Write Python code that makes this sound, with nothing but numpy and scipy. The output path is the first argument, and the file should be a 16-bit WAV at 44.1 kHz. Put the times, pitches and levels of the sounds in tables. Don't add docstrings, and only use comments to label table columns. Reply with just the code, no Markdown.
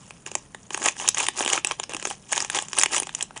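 import sys
import numpy as np
from scipy import signal
from scipy.fft import rfft, irfft, next_fast_len
from scipy.io import wavfile
from scipy.ndimage import map_coordinates

SR = 44100
rng = np.random.default_rng(int(sys.argv[2]) if len(sys.argv) > 2 else 0)


def to_wav(sig):
    pcm = np.clip(np.atleast_2d(sig), -1, 1) * 32767
    pcm = np.round(pcm).astype(np.int16)
    wavfile.write(sys.argv[1], SR, pcm.T)


N = 149940

# time_s, treble_against_rest_db, panel_resonance_hz
FILM_SHAPE = [(.86, 4.5, 1005), (1.22, 1.5, 940), (1.4, 4.5, 740), (1.56, 1, 1080), (1.7, -0.5, 1110),
              (1.92, -2.5, 460), (2.1, 7.5, 800), (2.4, 1.5, 814), (2.8, 5.5, 1060), (2.98, 6, 830),
              (3.2, .5, 785)]


def amp(db):
    return 10 ** (np.asarray(db) / 20)


def unit(x):
    return x / np.sqrt(np.mean(x ** 2) + 1e-20)


def decay(t, t60):
    return np.exp(-np.log(1000) * t / t60)


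def along(points, hz):
    f, v = np.transpose(points)
    return np.interp(np.log(hz + 1), np.log(f + 1), v)


def curve(rows):
    return np.interp(np.arange(N) / SR, *np.transpose(rows))


def wobble(rate):
    knots = rng.standard_normal(int(N * rate / SR) + 4)
    return map_coordinates(knots, [np.arange(N) * rate / SR])


def filtered(x, gain):
    n = x.shape[-1]
    m = 2 * next_fast_len(n)
    log_gain = np.log(np.maximum(gain(np.fft.rfftfreq(m, 1 / SR)), 1e-6))
    cepstrum = irfft(log_gain, m)
    cepstrum[..., 1:m // 2] *= 2
    cepstrum[..., m // 2 + 1:] = 0
    return irfft(rfft(x, m) * np.exp(rfft(cepstrum)), m)[..., :n]


def band(hz, lo, hi, order=6):
    low_side = 1 + (lo / (hz + 1)) ** (2 * order)
    high_side = 1 + (hz / hi) ** (2 * order)
    return (low_side * high_side) ** -.5


def hump(hz, centre_hz, octaves):
    return np.exp(-.5 * (np.log2((hz + 1) / centre_hz) / octaves) ** 2)


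def floor():
    # frequency_hz, relative_level_db
    floor_colour = [(28, -19), (40, 2), (60, -7), (135, 3.5), (200, 1.5), (300, -7), (1200, -16.5),
                    (4300, -30.5), (6800, -28), (8800, -26.5), (9450, -11), (10100, -44)]
    floor_db = -52.5
    noise = rng.standard_normal(N)
    return amp(floor_db) * unit(filtered(noise, lambda hz: amp(along(floor_colour, hz))))


def room(x):
    # frequency_hz, t60_s
    tail_decay = [(200, 0.3), (1000, 0.085), (4000, 0.23), (10000, 0.07)]
    tail_db, early_db = -19.5, -11.5
    tail_rise_s, early_delay_s, early_fade_s = 0.0072, 0.00209, 0.0027
    hz, t, z = signal.stft(rng.standard_normal(SR // 2), SR, nperseg=256)
    t60_s = along(tail_decay, hz)[:, None]
    tail = signal.istft(z * decay(t, t60_s), SR, nperseg=256)[1]
    t = np.arange(len(tail)) / SR
    tail *= 1 - np.exp(-t / tail_rise_s)
    early = rng.standard_normal(len(t)) * (t > early_delay_s) * np.exp(-t / early_fade_s)
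    answer = amp(tail_db) * tail / np.linalg.norm(tail)
    answer += amp(early_db) * early / np.linalg.norm(early)
    return signal.fftconvolve(x, answer)[:N]


def bumps():
    # start_s, level_db
    bump_rows = [(.354, -29), (.811, -26), (1.405, -23.5), (1.458, -24), (1.795, -33.5), (1.947, -26),
                 (3.019, -29)]
    lo_hz, hi_hz, t60_s, rise_s = 272, 520, 0.043, 0.0027
    t = np.arange(N) / SR
    push = np.zeros(N)
    for start_s, level_db in bump_rows:
        age = np.maximum(t - start_s, 0)
        push += amp(level_db) * (1 - np.exp(-age / rise_s)) * decay(age, t60_s)
    noise = rng.standard_normal(N)
    return push * unit(filtered(noise, lambda hz: band(hz, lo_hz, hi_hz, order=3)))


def pouch(hz):
    # frequency_hz, gain_db
    pouch_gain = [(150, -15.5), (280, -5.5), (380, 5.5), (540, -1.5), (780, 4), (1090, 4), (1420, -7),
                  (1720, 0.5), (2050, -3), (2650, 2.5), (3100, 2), (3700, -4.5), (4350, -10.5),
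                  (5600, -4.5), (6700, 0.5), (8300, -2), (9000, -6.5), (9500, 8), (9900, -3.5),
                  (10300, -32.5)]
    return amp(along(pouch_gain, hz))


def panel(x):
    peak_db, width_octaves = 2.5, .25
    hz, t, z = signal.stft(x, SR, nperseg=512)
    s, _, centre_hz = np.transpose(FILM_SHAPE)
    bell = hump(hz[:, None], np.interp(t, s, centre_hz), width_octaves)
    return signal.istft(z * amp(peak_db * bell), SR, nperseg=512)[1][:N]


def crackle(count=7, size=6000):
    creases_per_s = 900
    spread_db, top_db = 4, 10.5
    lo_hz, hi_hz = 286, 9990
    t60_at_1khz_s, damping = 0.013, 0.37
    draw = rng.random((size, 2 + 2 * count))[:int(creases_per_s * N / SR)]
    t = np.arange(SR // 100, dtype=np.float32) / SR
    sizes = amp(np.minimum(-spread_db * np.log(1 - draw[:, :1]), top_db))
    grains = np.zeros((len(draw), len(t)), np.float32)
    for place, weight in zip(draw[:, 2::2].T, draw[:, 3::2].T):
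        hz = (np.sqrt(lo_hz) + place[:, None] * (np.sqrt(hi_hz) - np.sqrt(lo_hz))) ** 2
        khz = hz / 1000
        t60 = t60_at_1khz_s / khz ** damping
        ring = np.sin(np.float32(2 * np.pi * hz) * t) * np.exp(np.float32(-np.log(1000) / t60) * t)
        strength = (2 * weight[:, None] - 1) * np.sqrt(np.sqrt(khz) / t60)
        grains += np.float32(strength) * ring
    at = (draw[:, 1:2] * N).astype(int) + np.arange(len(t))
    return unit(np.bincount(at.ravel(), (sizes * grains).ravel(), N)[:N])


def rustle():
    # time_s, level_db
    flexing = [(0.04, -53.5), (0.254, -63.5), (0.274, -30.5), (0.294, -51.5), (0.364, -49), (0.449, -60.5),
               (0.69, -59.5), (0.73, -37), (0.803, -43), (0.864, -19), (0.948, -57), (0.998, -35.5),
               (1.088, -29.5), (1.112, -54), (1.138, -50), (1.172, -29), (1.245, -29.5), (1.272, -40.5),
               (1.332, -53), (1.36, -34.5), (1.417, -25), (1.44, -38.5), (1.537, -23), (1.585, -34),
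               (1.626, -62), (1.671, -40.5), (1.721, -38), (1.781, -60), (1.796, -46), (1.886, -69),
               (1.901, -41), (1.99, -46.5), (2.105, -37.5), (2.19, -59.5), (2.28, -54.5), (2.325, -31),
               (2.449, -34.5), (2.489, -52.5), (2.565, -23.5), (2.665, -50.5), (2.714, -47), (2.799, -22.5),
               (2.87, -47), (2.903, -44), (2.928, -26.5), (2.973, -24), (3.043, -51), (3.165, -48.5),
               (3.223, -36.5), (3.263, -61), (3.357, -57), (3.367, -33), (3.397, -54)]
    # frequency_hz, gain_db
    rustle_tilt = [(150, 3.5), (400, -5), (1500, -0.5), (4000, -2), (7000, -1), (10000, -10.5)]
    crackle_db, slide_db, flutter_db = -1, -5.5, 2.5
    treble_hz = 4370
    film = amp(crackle_db) * crackle() + amp(slide_db) * rng.standard_normal(N)
    coloured = filtered(panel(film), lambda hz: pouch(hz) * amp(along(rustle_tilt, hz)))
    sound = np.std(film) * unit(coloured)
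    body = filtered(sound, lambda hz: band(hz, 108, treble_hz)) * amp(flutter_db * wobble(90))
    treble = filtered(sound, lambda hz: band(hz, treble_hz, SR / 2)) * amp(flutter_db * wobble(90))
    tilt_db = curve([(s, db) for s, db, _ in FILM_SHAPE])
    return amp(curve(flexing)) * (body * amp(-tilt_db / 2) + treble * amp(tilt_db / 2))


def snap_level(x):
    return x / np.sqrt(np.sum(x ** 2, axis=1, keepdims=True) / (0.003 * SR))


def snaps():
    # start_s, main_resonance_hz, low_band_db, middle_band_db, high_band_db
    snap_rows = [(0.1069, 2400, -40.5, -35, -42), (0.263, 6640, -36.5, -30, -31),
                 (0.3153, 2600, -35, -36.5, -33), (0.352, 7340, -23.5, -24.5, -17),
                 (0.5466, 1730, -36, -32.5, -39.5), (0.7058, 2800, -31.5, -30, -35.5),
                 (0.745, 6900, -28.5, -22, -23), (0.7752, 9000, -29.5, -32, -29.5),
                 (0.8177, 790, -37, -28.5, -34), (0.859, 7200, -39, -31, -17.5),
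                 (0.8627, 970, -19.5, -21.5, -37), (0.8848, 6770, -35, -16, -18),
                 (0.966, 1720, -52, -37.5, -41), (0.9987, 2680, -31.5, -29.5, -31.5),
                 (1.0775, 6700, -32, -21.5, -18), (1.087, 6830, -32.5, -23.5, -8),
                 (1.1458, 6600, -37, -29.5, -20.5), (1.1823, 7460, -28, -29, -18),
                 (1.2019, 2640, -33, -21, -21.5), (1.2065, 900, -22, -26, -42),
                 (1.2663, 2430, -43, -25, -24), (1.2849, 9200, -26.5, -17.5, -18),
                 (1.4063, 680, -20.5, -22, -30), (1.4482, 7800, -35, -28, -24.5),
                 (1.4609, 3000, -27, -21, -27), (1.477, 3200, -27, -20, -23), (1.5002, 2920, -37, -21, -22),
                 (1.532, 2890, -23.5, -17, -14), (1.5764, 1220, -23, -20.5, -30),
                 (1.6467, 2680, -26.5, -16.5, -18.5), (1.6706, 7870, -43, -34, -19),
                 (1.7109, 1100, -22, -21.5, -32), (1.718, 5900, -28, -29.5, -27.5),
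                 (1.7978, 7100, -26.5, -26, -23.5), (1.8325, 6360, -46, -34, -30.5),
                 (1.8369, 5250, -39.5, -31, -28), (1.894, 450, -33, -38, -34.5),
                 (1.935, 2750, -33, -27.5, -31.5), (1.9466, 2640, -33.5, -27, -28),
                 (1.9661, 5430, -40, -30, -28), (1.9976, 6960, -46, -35.5, -33.5),
                 (2.0257, 1040, -33.5, -31.5, -32.5), (2.0524, 6350, -25, -25, -21.5),
                 (2.0713, 454, -29.5, -33.5, -31), (2.1025, 3000, -34, -31, -42),
                 (2.1102, 795, -27, -35, -32), (2.325, 9360, -25.5, -34, -18),
                 (2.3306, 6570, -32, -19.5, -21), (2.367, 1840, -29.5, -25.5, -33),
                 (2.3773, 3320, -24, -19, -19.5), (2.4033, 5400, -33, -26.5, -21),
                 (2.4231, 6570, -34, -52, -21.5), (2.447, 6530, -32, -31.5, -26),
                 (2.4993, 1780, -34, -23, -23), (2.547, 6330, -51, -23, -23),
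                 (2.5874, 7400, -29, -20.5, -24), (2.6232, 8000, -34, -40, -27.5),
                 (2.684, 7200, -48, -42, -32.5), (2.7311, 5750, -34.5, -27.5, -25),
                 (2.786, 8430, -33, -21, -11.5), (2.813, 7580, -52, -20, -17),
                 (2.8239, 5370, -46, -27, -20.5), (2.834, 6670, -24, -13.5, -9.5),
                 (2.8591, 2630, -26.5, -17.5, -22.5), (2.9459, 7400, -56, -23, -21.5),
                 (2.9641, 2880, -29.5, -20.5, -19.5), (2.9802, 2860, -44, -24.5, -22),
                 (2.9996, 9250, -31, -31, -18), (3.022, 9100, -32, -37, -30),
                 (3.0313, 2560, -44, -28.5, -28.5), (3.0697, 7540, -34.5, -35, -31.5),
                 (3.0922, 1860, -40, -31, -44), (3.1491, 7020, -47, -31, -20),
                 (3.2086, 2940, -55, -24.5, -29.5), (3.2254, 7730, -38, -34, -18),
                 (3.3077, 1320, -36.5, -45, -52), (3.375, 3060, -40, -43, -32)]
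    # lower_edge_hz, upper_edge_hz, t60_s
    snap_bands = [(286, 1330, 0.0085), (1323, 4000, 0.0057), (4450, 8260, 0.0089)]
    rise_s = 0.00062
    facet_db, facet_t60_s = -0.5, 0.0052
    focus_db, focus_octaves = 6, 0.13
    out, t = np.zeros(N + SR), np.arange(SR // 20) / SR
    rows = np.array(snap_rows)
    noise = rng.standard_normal((len(rows), len(snap_bands), len(t)))
    rise = 1 - np.exp(-t / rise_s)
    facet_hz = rows[:, 1:2]
    facets = snap_level(np.sin(2 * np.pi * facet_hz * t) * rise ** 2 * decay(t, facet_t60_s))
    own_band = np.searchsorted([b[0] for b in snap_bands[1:]], facet_hz)
    for k, (lo, hi, t60) in enumerate(snap_bands):
        def colour(hz):
            focus = amp(focus_db * hump(hz, facet_hz, focus_octaves))
            return pouch(hz) * band(hz, lo, hi, order=4) * focus
        bursts = snap_level(filtered(noise[:, k] * rise * decay(t, t60), colour))
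        bursts = snap_level(bursts + amp(facet_db) * facets * (own_band == k))
        for row, burst in zip(rows, bursts):
            start = max(0, round(row[0] * SR))
            out[start:][:len(t)] += amp(row[k + 2]) * burst
    return out[:N]


def scene():
    sachet = snaps() + bumps() + rustle()
    return (sachet + room(sachet) + floor())[None]


def record(dry):
    lo_hz, top_hz = 7.8, 11100
    return filtered(np.clip(dry, -1, 1), lambda hz: band(hz, lo_hz, top_hz, order=24))


dry = scene()
out = record(dry)
to_wav(out)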